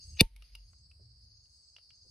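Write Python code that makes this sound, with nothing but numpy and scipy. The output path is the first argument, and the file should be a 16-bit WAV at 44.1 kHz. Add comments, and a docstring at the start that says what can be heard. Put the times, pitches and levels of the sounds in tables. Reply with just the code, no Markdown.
"""Outdoors among trees, a steel break-action pistol is opened close to the microphone.
Stick-slip friction at the latch excites the frame's modes; the barrel clacks against its stop,
jolts the hands and scatters sound off the trees. The hinge slides and loose parts tick.
Insects chirr all round, over a low rumble of air and handling."""
import sys
import numpy as np
from scipy import signal
from scipy.fft import rfft, irfft
from scipy.io import wavfile
from scipy.ndimage import map_coordinates

SR = 44100
rng = np.random.default_rng(int(sys.argv[2]) if len(sys.argv) > 2 else 0)


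def unload_audio(sound):
    """Save the sound as a 16-bit wav file, at the path given as the first command line argument."""
    columns = np.transpose(np.atleast_2d(sound))
    # keep every value between -1 and 1, then stretch to whole-number steps
    steps = np.round(np.clip(columns, -1, 1) * 32767)
    wavfile.write(sys.argv[1], SR, steps.astype(np.int16))


N = 92610


def amp(db):
    """Amplitude ratio of a level in decibels."""
    return 10 ** (np.asarray(db) / 20)


def level(rows):
    """Gain envelope, linear in decibels between (time_s, level_db) rows."""
    return amp(np.interp(np.arange(N) / SR, *np.transpose(rows)))


def since(start_s):
    """Seconds elapsed since an onset, zero before it."""
    return np.maximum(np.arange(N) / SR - start_s, 0)


def decay(t, t60):
    """Exponential damping: 60 dB lost every t60 seconds."""
    return amp(-60 * np.minimum(t / t60, 5))


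def fade(t, t60, attack_s):
    """Transient envelope: a quick rise, then exponential damping."""
    return decay(t, t60) * (1 - np.exp(-t / attack_s))


def pan(db):
    """Interaural level difference: gains with left db above right."""
    return amp(np.array([[db], [-db]]) / 2)


def wobble(knots_per_s):
    """Random modulation: a spline through Gaussian values."""
    return map_coordinates(rng.standard_normal(1000), [np.arange(N) * knots_per_s / SR], mode="wrap")


def coloured(x, colour):
    """Spectral shaping by (frequency_hz, gain_db) rows, joined on a log frequency axis."""
    hz, db = np.transpose(colour)
    gain_db = np.interp(np.log(np.fft.rfftfreq(N, 1 / SR) + 1), np.log(hz + 1), db)
    return irfft(rfft(x) * amp(gain_db), N)


def band(centre_hz, width_hz):
    """Gaussian passband, 4 dB down at width_hz from its centre."""
    return [(centre_hz + k * width_hz, -4 * k * k) for k in range(-5, 6)]


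def noise(colour, coherence):
    """Partly coherent stereo noise of unit rms, mixed from mid and side signals."""
    turn = np.arccos(np.clip(coherence, -1, 1)) / 2
    mid, side = coloured(rng.standard_normal((2, N)), colour)
    x = np.cos(turn) * mid + np.sin(turn) * np.array([side, -side])
    return x / x.std()


def echo(x, t60):
    """Diffuse scattering from trunks and leaves: convolution with decaying noise."""
    tail = rng.standard_normal((2, N)) * fade(since(0), t60, 0.0061)
    return signal.fftconvolve(x, tail / np.linalg.norm(tail[0]), axes=1)[:, :N]


# Envelope of the rumble: time_s, level_db
RUMBLE_ENVELOPE = [(0, -65), (.13, -51), (.3, -68), (.75, -63.5), (1.07, -61.5), (1.25, -61), (1.5, -68.5),
                   (1.8, -76), (1.96, -69.5), (2.1, -66.5)]
# Spectra of the rumble and the hiss: frequency_hz, gain_db
RUMBLE_SPECTRUM = [(20, -22.5), (45, -2), (70, 6), (110, -2.5), (170, -17), (280, -29), (4000, -85)]
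HISS_SPECTRUM = [(100, 8.5), (500, 2.5), (1200, -1.5), (7300, -13.5), (15800, -22.5)]

def air():
    """Ambient noise: a modulated rumble of air and handling under a steady hiss."""
    rumble = level(RUMBLE_ENVELOPE) * amp(1.2 * wobble(25)) * noise(RUMBLE_SPECTRUM, coherence=.99)
    return rumble + amp(-84.5) * noise(HISS_SPECTRUM, coherence=.1)


# Envelope of the highest insect: time_s, level_db
SIZZLE_ENVELOPE = [(.17, -77.5), (.3, -88), (1.5, -86.5)]
# Its spectrum: frequency_hz, gain_db
SIZZLE_SPECTRUM = [(8300, -30), (9100, -1.5), (9500, 2.5), (10300, -3), (11500, -12.5), (13000, -20.5)]

def insect_sizzle(swell_db=3.2, period_s=.29, peak_s=1.54):
    """Amplitude modulation: the highest insect swells three or four times a second."""
    swell = np.cos(2 * np.pi * (since(0) - peak_s) / period_s)
    modulation = amp(swell_db * swell + wobble(20))
    return level(SIZZLE_ENVELOPE) * modulation * noise(SIZZLE_SPECTRUM, coherence=.56)


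# Envelopes of the chorus and the cricket, both dipping after the clack: time_s, level_db
CHORUS_ENVELOPE = [(0, -56.5), (.19, -62.5), (.25, -76), (.37, -86.5), (.45, -66.5), (1.2, -65), (1.6, -64),
                   (2.1, -63)]
CRICKET_ENVELOPE = [(0, -73), (.16, -67), (.25, -105), (.62, -105), (.72, -77.5), (1.2, -83.5),
                    (1.32, -105), (1.5, -78), (1.68, -74.5), (1.82, -87.5), (2.05, -78.5)]
# Spectrum of the chorus: frequency_hz, gain_db
CHORUS_SPECTRUM = [(2500, -70), (3700, -31), (4150, -12), (4550, 1), (4950, 0), (5350, -8), (5800, -23.5),
                   (6600, -25), (7200, -58)]

def insect_chorus():
    """Incoherent summation: far insects merge into a fluttering band; one cricket buzzes above."""
    crowd = level(CHORUS_ENVELOPE) * amp(1.65 * wobble(51)) * noise(CHORUS_SPECTRUM, coherence=.2)
    buzz = noise(band(centre_hz=8020, width_hz=150), coherence=0)
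    return crowd + level(CRICKET_ENVELOPE) * amp(1.5 * wobble(30)) * buzz


# Trains of insect chirps, the nearest first: first_s, last_s, level_db
CHIRP_TRAINS = [(0.013, .148, -54.5), (.43, .565, -71), (0.623, .765, -67), (1.01, 1.145, -78.5),
                (1.21, 1.277, -69.5), (1.337, 1.67, -65.5), (1.73, 1.865, -73), (1.932, 2.065, -63.5)]

def insect_chirps(period_s=.0675, length_s=.04, pitch_hz=6720, fall_hz_per_s=18000):
    """Falling frequency sweeps; fainter trains have a lower direct-to-reverberant ratio."""
    song, direct = np.zeros((2, N))
    nearest_db = CHIRP_TRAINS[0][2]
    for first_s, last_s, db in CHIRP_TRAINS:
        for k in range(round((last_s - first_s) / period_s) + 1):
            t = since(first_s + k * period_s + .003 * rng.normal())
            cycles = (pitch_hz + 50 * rng.normal()) * t - fall_hz_per_s * t ** 2 / 2
            note = amp(db) * np.sin(np.pi * np.minimum(t / length_s, 1)) * np.sin(2 * np.pi * cycles)
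            song += note
            direct += amp(.4 * (db - nearest_db)) * note
    return amp(-3.5) * direct * pan(db=2) + amp(-2) * echo(song[None], t60=.25)


# Bumps of the hands on the grip: start_s, level_db, t60_s
GRIP_BUMPS = [(0.2138, -27, 0.055), (0.995, -62, 0.16), (2.046, -68, 0.29)]
# Their spectrum: frequency_hz, gain_db
BUMP_SPECTRUM = [(40, 0), (120, 0), (470, -3), (650, -15), (1200, -29), (4000, -51.5)]
# Low hums as the hands shift: start_s, length_s, pitch_hz, level_db
GRIP_HUMS = [(0.1, 0.09, 73.3, -42.5), (.212, .06, 30, -31), (.28, 0.2, 47.8, -48.5),
             (0.465, 0.24, 46.86, -50), (1.01, 0.13, 115.9, -55)]

def hands():
    """Handling noise: soft contacts put their energy into low bumps and hums."""
    bumps = sum(amp(db) * fade(since(s), t60, .0022) for s, db, t60 in GRIP_BUMPS)
    out = bumps * noise(BUMP_SPECTRUM, coherence=.48)
    for start_s, length_s, hz, db in GRIP_HUMS:
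        t = since(start_s)
        out += amp(db) * np.sin(np.pi * np.minimum(t / length_s, 1)) * np.sin(2 * np.pi * hz * t)
    return out


def jolt(start_s=.2126, start_hz=480, end_hz=68, sink_s=.0026):
    """Damped oscillation: the stop gives the hands a low push whose pitch sinks as it dies."""
    t = since(start_s)
    cycles = end_hz * t + (start_hz - end_hz) * sink_s * (1 - np.exp(-t / sink_s))
    return amp(-7) * fade(t, t60=.04, attack_s=.00097) * np.sin(2 * np.pi * cycles) * pan(db=-2)


# Envelope of the sliding hinge: time_s, level_db
HINGE_ENVELOPE = [(0, -82.5), (.3, -81), (.46, -71.5), (.6, -81), (.72, -88.5), (.85, -110)]
# Spectrum of the sliding steel, also given to the clack's scatter: frequency_hz, gain_db
STEEL_SPECTRUM = [(300, -11), (1200, -13.5), (2200, 2.5), (4000, 1.5), (6000, -6.5), (7500, -22),
                  (9200, -3.5), (11500, -3.5), (13000, -23), (15800, -24.5)]

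def hinge():
    """Sliding friction: steel on steel makes noise with a rapidly flickering level."""
    return level(HINGE_ENVELOPE) * amp(1.5 * wobble(140)) * noise(STEEL_SPECTRUM, coherence=.52)


# Contacts of loose parts: start_s, level_db, pitch_hz, ring_db, edge_trim_db, body_trim_db
LOOSE_CONTACTS = [(.1698, -50, 2900, 3, -11, -8), (0.1745, -55, 2550, 4, -12, -2),
                  (0.3625, -53, 2247, 0, 5, -24), (0.4222, -52, 2817, 3, -3, 1),
                  (0.5505, -47, 2820, 5, -5, -5), (.552, -49, 4895, 5, 5, -11),
                  (0.7322, -68, 1100, 0, -12, 13), (0.914, -60, 2635, 5, -10.5, -5.5),
                  (1.455, -76, 2780, 3, -20, -12), (1.7639, -47.5, 2827, 2, -18, -4),
                  (1.7834, -57, 3114, 0, -20, 8), (1.9048, -54, 2852, -0.5, -18, -12.5)]
# Spectra of a tick's click, bright edge and dull body: frequency_hz, gain_db
CLICK_SPECTRUM = [(700, -31), (1300, -12.5), (2000, -8), (2800, 3.5), (3400, -5), (4100, -6), (5500, -4),
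                  (7500, -28), (15800, -54.5)]
EDGE_SPECTRUM = [(2500, -30), (5000, 0), (7500, -12.5), (9000, -3), (11200, 1), (14000, -20)]
BODY_SPECTRUM = [(250, -20), (620, 1), (950, -8.5), (1320, 5), (1550, -8), (2100, -9), (3500, -30)]

def loose_parts(attack_s=.00047):
    """Impulsive excitation: each light contact gives a noise burst and rings one damped mode."""
    out = np.zeros((2, N))
    click = noise(CLICK_SPECTRUM, coherence=.6)
    edge = amp(-7.5) * noise(EDGE_SPECTRUM, coherence=.2)
    body = amp(-13.5) * noise(BODY_SPECTRUM, coherence=.7)
    for start_s, db, hz, ring_db, edge_trim_db, body_trim_db in LOOSE_CONTACTS:
        t = since(start_s)
        ring = amp(ring_db) * fade(t, .027, attack_s) * np.sin(2 * np.pi * hz * t)
        snap = (click + amp(edge_trim_db) * edge) * fade(t, .02, attack_s)
        knock = amp(body_trim_db) * body * fade(t, .03, attack_s)
        out += amp(db) * (ring + snap + knock)
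    return out + amp(-13) * echo(out, t60=.17)


# Envelope of the latch rubbing under the thumb: time_s, level_db
RUB_ENVELOPE = [(.01, -81), (.1, -94), (.165, -69), (.2, -110)]
# Slips of the latch as it drags free: start_s, level_db
LATCH_SLIPS = [(0.1907, -42), (.195, -28), (.1972, -26), (.2018, -20), (.2047, -19), (0.207, -15),
               (0.2077, -17)]
# Modes of the steel frame: pitch_hz, level_db, left_minus_right_db
FRAME_MODES = [(1874, -13, -1), (2340, -5.5, 1), (2512.5, -8, 0), (2723, -10, -8), (2850, -7, -5),
               (3580, -3, 8), (3820, -11, 8), (4170, -10, 7.5), (4494, -8, 8), (4660, -10, 2.5),
               (4930, -15, -5), (5270, -12, 3)]
# Transfer function of the frame: frequency_hz, gain_db
FRAME_RESPONSE = [(650, -20), (950, -11), (1250, -27), (1650, -16), (1870, -1.5), (2080, -10.5), (2380, 3),
                  (2850, 1.5), (3170, -9.5), (3550, 0.5), (4800, 1), (6200, -13), (7400, -25.5),
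                  (8400, -19.5), (15800, -28)]

def latch(release_s=.2085, rise_db_per_s=1600):
    """Stick-slip friction drives the frame's modes over a scrape; on release the hand damps both."""
    t, free = since(0), since(release_s)
    ear_phase_rad = np.array([[.4], [-.4]])
    drive = sum(amp(db) * fade(since(s), t60=.024, attack_s=.00015) for s, db in LATCH_SLIPS)
    from_last_slip = t - LATCH_SLIPS[-1][0]
    modes = sum(pan(side_db) * amp(db) * np.sin(2 * np.pi * hz * from_last_slip + ear_phase_rad)
                for hz, db, side_db in FRAME_MODES)
    ring = drive * modes * decay(free, t60=.046)
    swell = amp(-13 - rise_db_per_s * np.maximum(release_s - t, 0))
    friction = rng.standard_normal(N) + .57 * rng.standard_normal((2, N))
    scrape = swell * friction * pan(db=4) * decay(free, t60=.021)
    rub_gain = level(RUB_ENVELOPE) * amp(2 * wobble(100))
    rub = rub_gain * noise(band(centre_hz=2770, width_hz=170), coherence=.5)
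    return rub + coloured(ring + scrape, FRAME_RESPONSE)


# Impacts of the barrel on its stop, and blows that ring the barrel: start_s, level_db
STOP_IMPACTS = [(.2087, -19), (.2095, -6), (0.2123, -23)]
RINGING_BLOWS = [(.209, -39), (.3635, -74), (.552, -70)]
# Spectrum of the impacts: frequency_hz, gain_db
CRACK_SPECTRUM = [(800, -10.5), (1300, -20), (2500, -2), (4000, -1), (5500, 0.5), (6600, -3), (7800, -17),
                  (8350, 6), (9100, 10), (9550, -4), (10200, 3), (11000, -4), (12450, 3), (13200, -1),
                  (14500, -3), (15800, -9)]

def barrel_stop(ring_hz=903):
    """Hard impact: brief contacts give broadband cracks, a faint ring and scatter from the trees."""
    impacts = sum(amp(db) * fade(since(s), t60=.0081, attack_s=.00015) for s, db in STOP_IMPACTS)
    spray = amp(-37.5) * fade(since(STOP_IMPACTS[-1][0]), t60=.05, attack_s=.002)
    cracks = coloured((impacts + spray) * rng.standard_normal((2, N)), CRACK_SPECTRUM)
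    ear_phase_rad = np.array([[.8], [-.8]])
    ring = np.zeros((2, N))
    for start_s, db in RINGING_BLOWS:
        t = since(start_s)
        mode = np.sin(2 * np.pi * ring_hz * t + ear_phase_rad)
        ring += amp(db) * fade(t, t60=.13, attack_s=.00061) * mode
    scatter = amp(-48) * fade(since(STOP_IMPACTS[0][0]), t60=.17, attack_s=.0018)
    return cracks * pan(db=-.5) + ring + scatter * noise(STEEL_SPECTRUM, coherence=.3)


def scene():
    """Linear superposition of the pistol, the insects and the air."""
    pistol = latch() + barrel_stop() + loose_parts() + hinge() + jolt() + hands()
    return pistol + insect_chorus() + insect_chirps() + insect_sizzle() + air()


def record(dry):
    """Soft saturation rounds the loudest peaks; a raised-cosine low-pass limits the band."""
    ceiling, cutoff_hz, transition_hz = .85, 15800, 400
    rounded = dry / (1 + (dry / ceiling) ** 6) ** (1 / 6)
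    passed = np.clip((cutoff_hz - np.fft.rfftfreq(2 * N, 1 / SR)) / transition_hz + .5, 0, 1)
    return irfft(rfft(rounded, 2 * N) * np.sin(passed * np.pi / 2) ** 2)[:, :N]


dry = scene()
out = record(dry)
unload_audio(out)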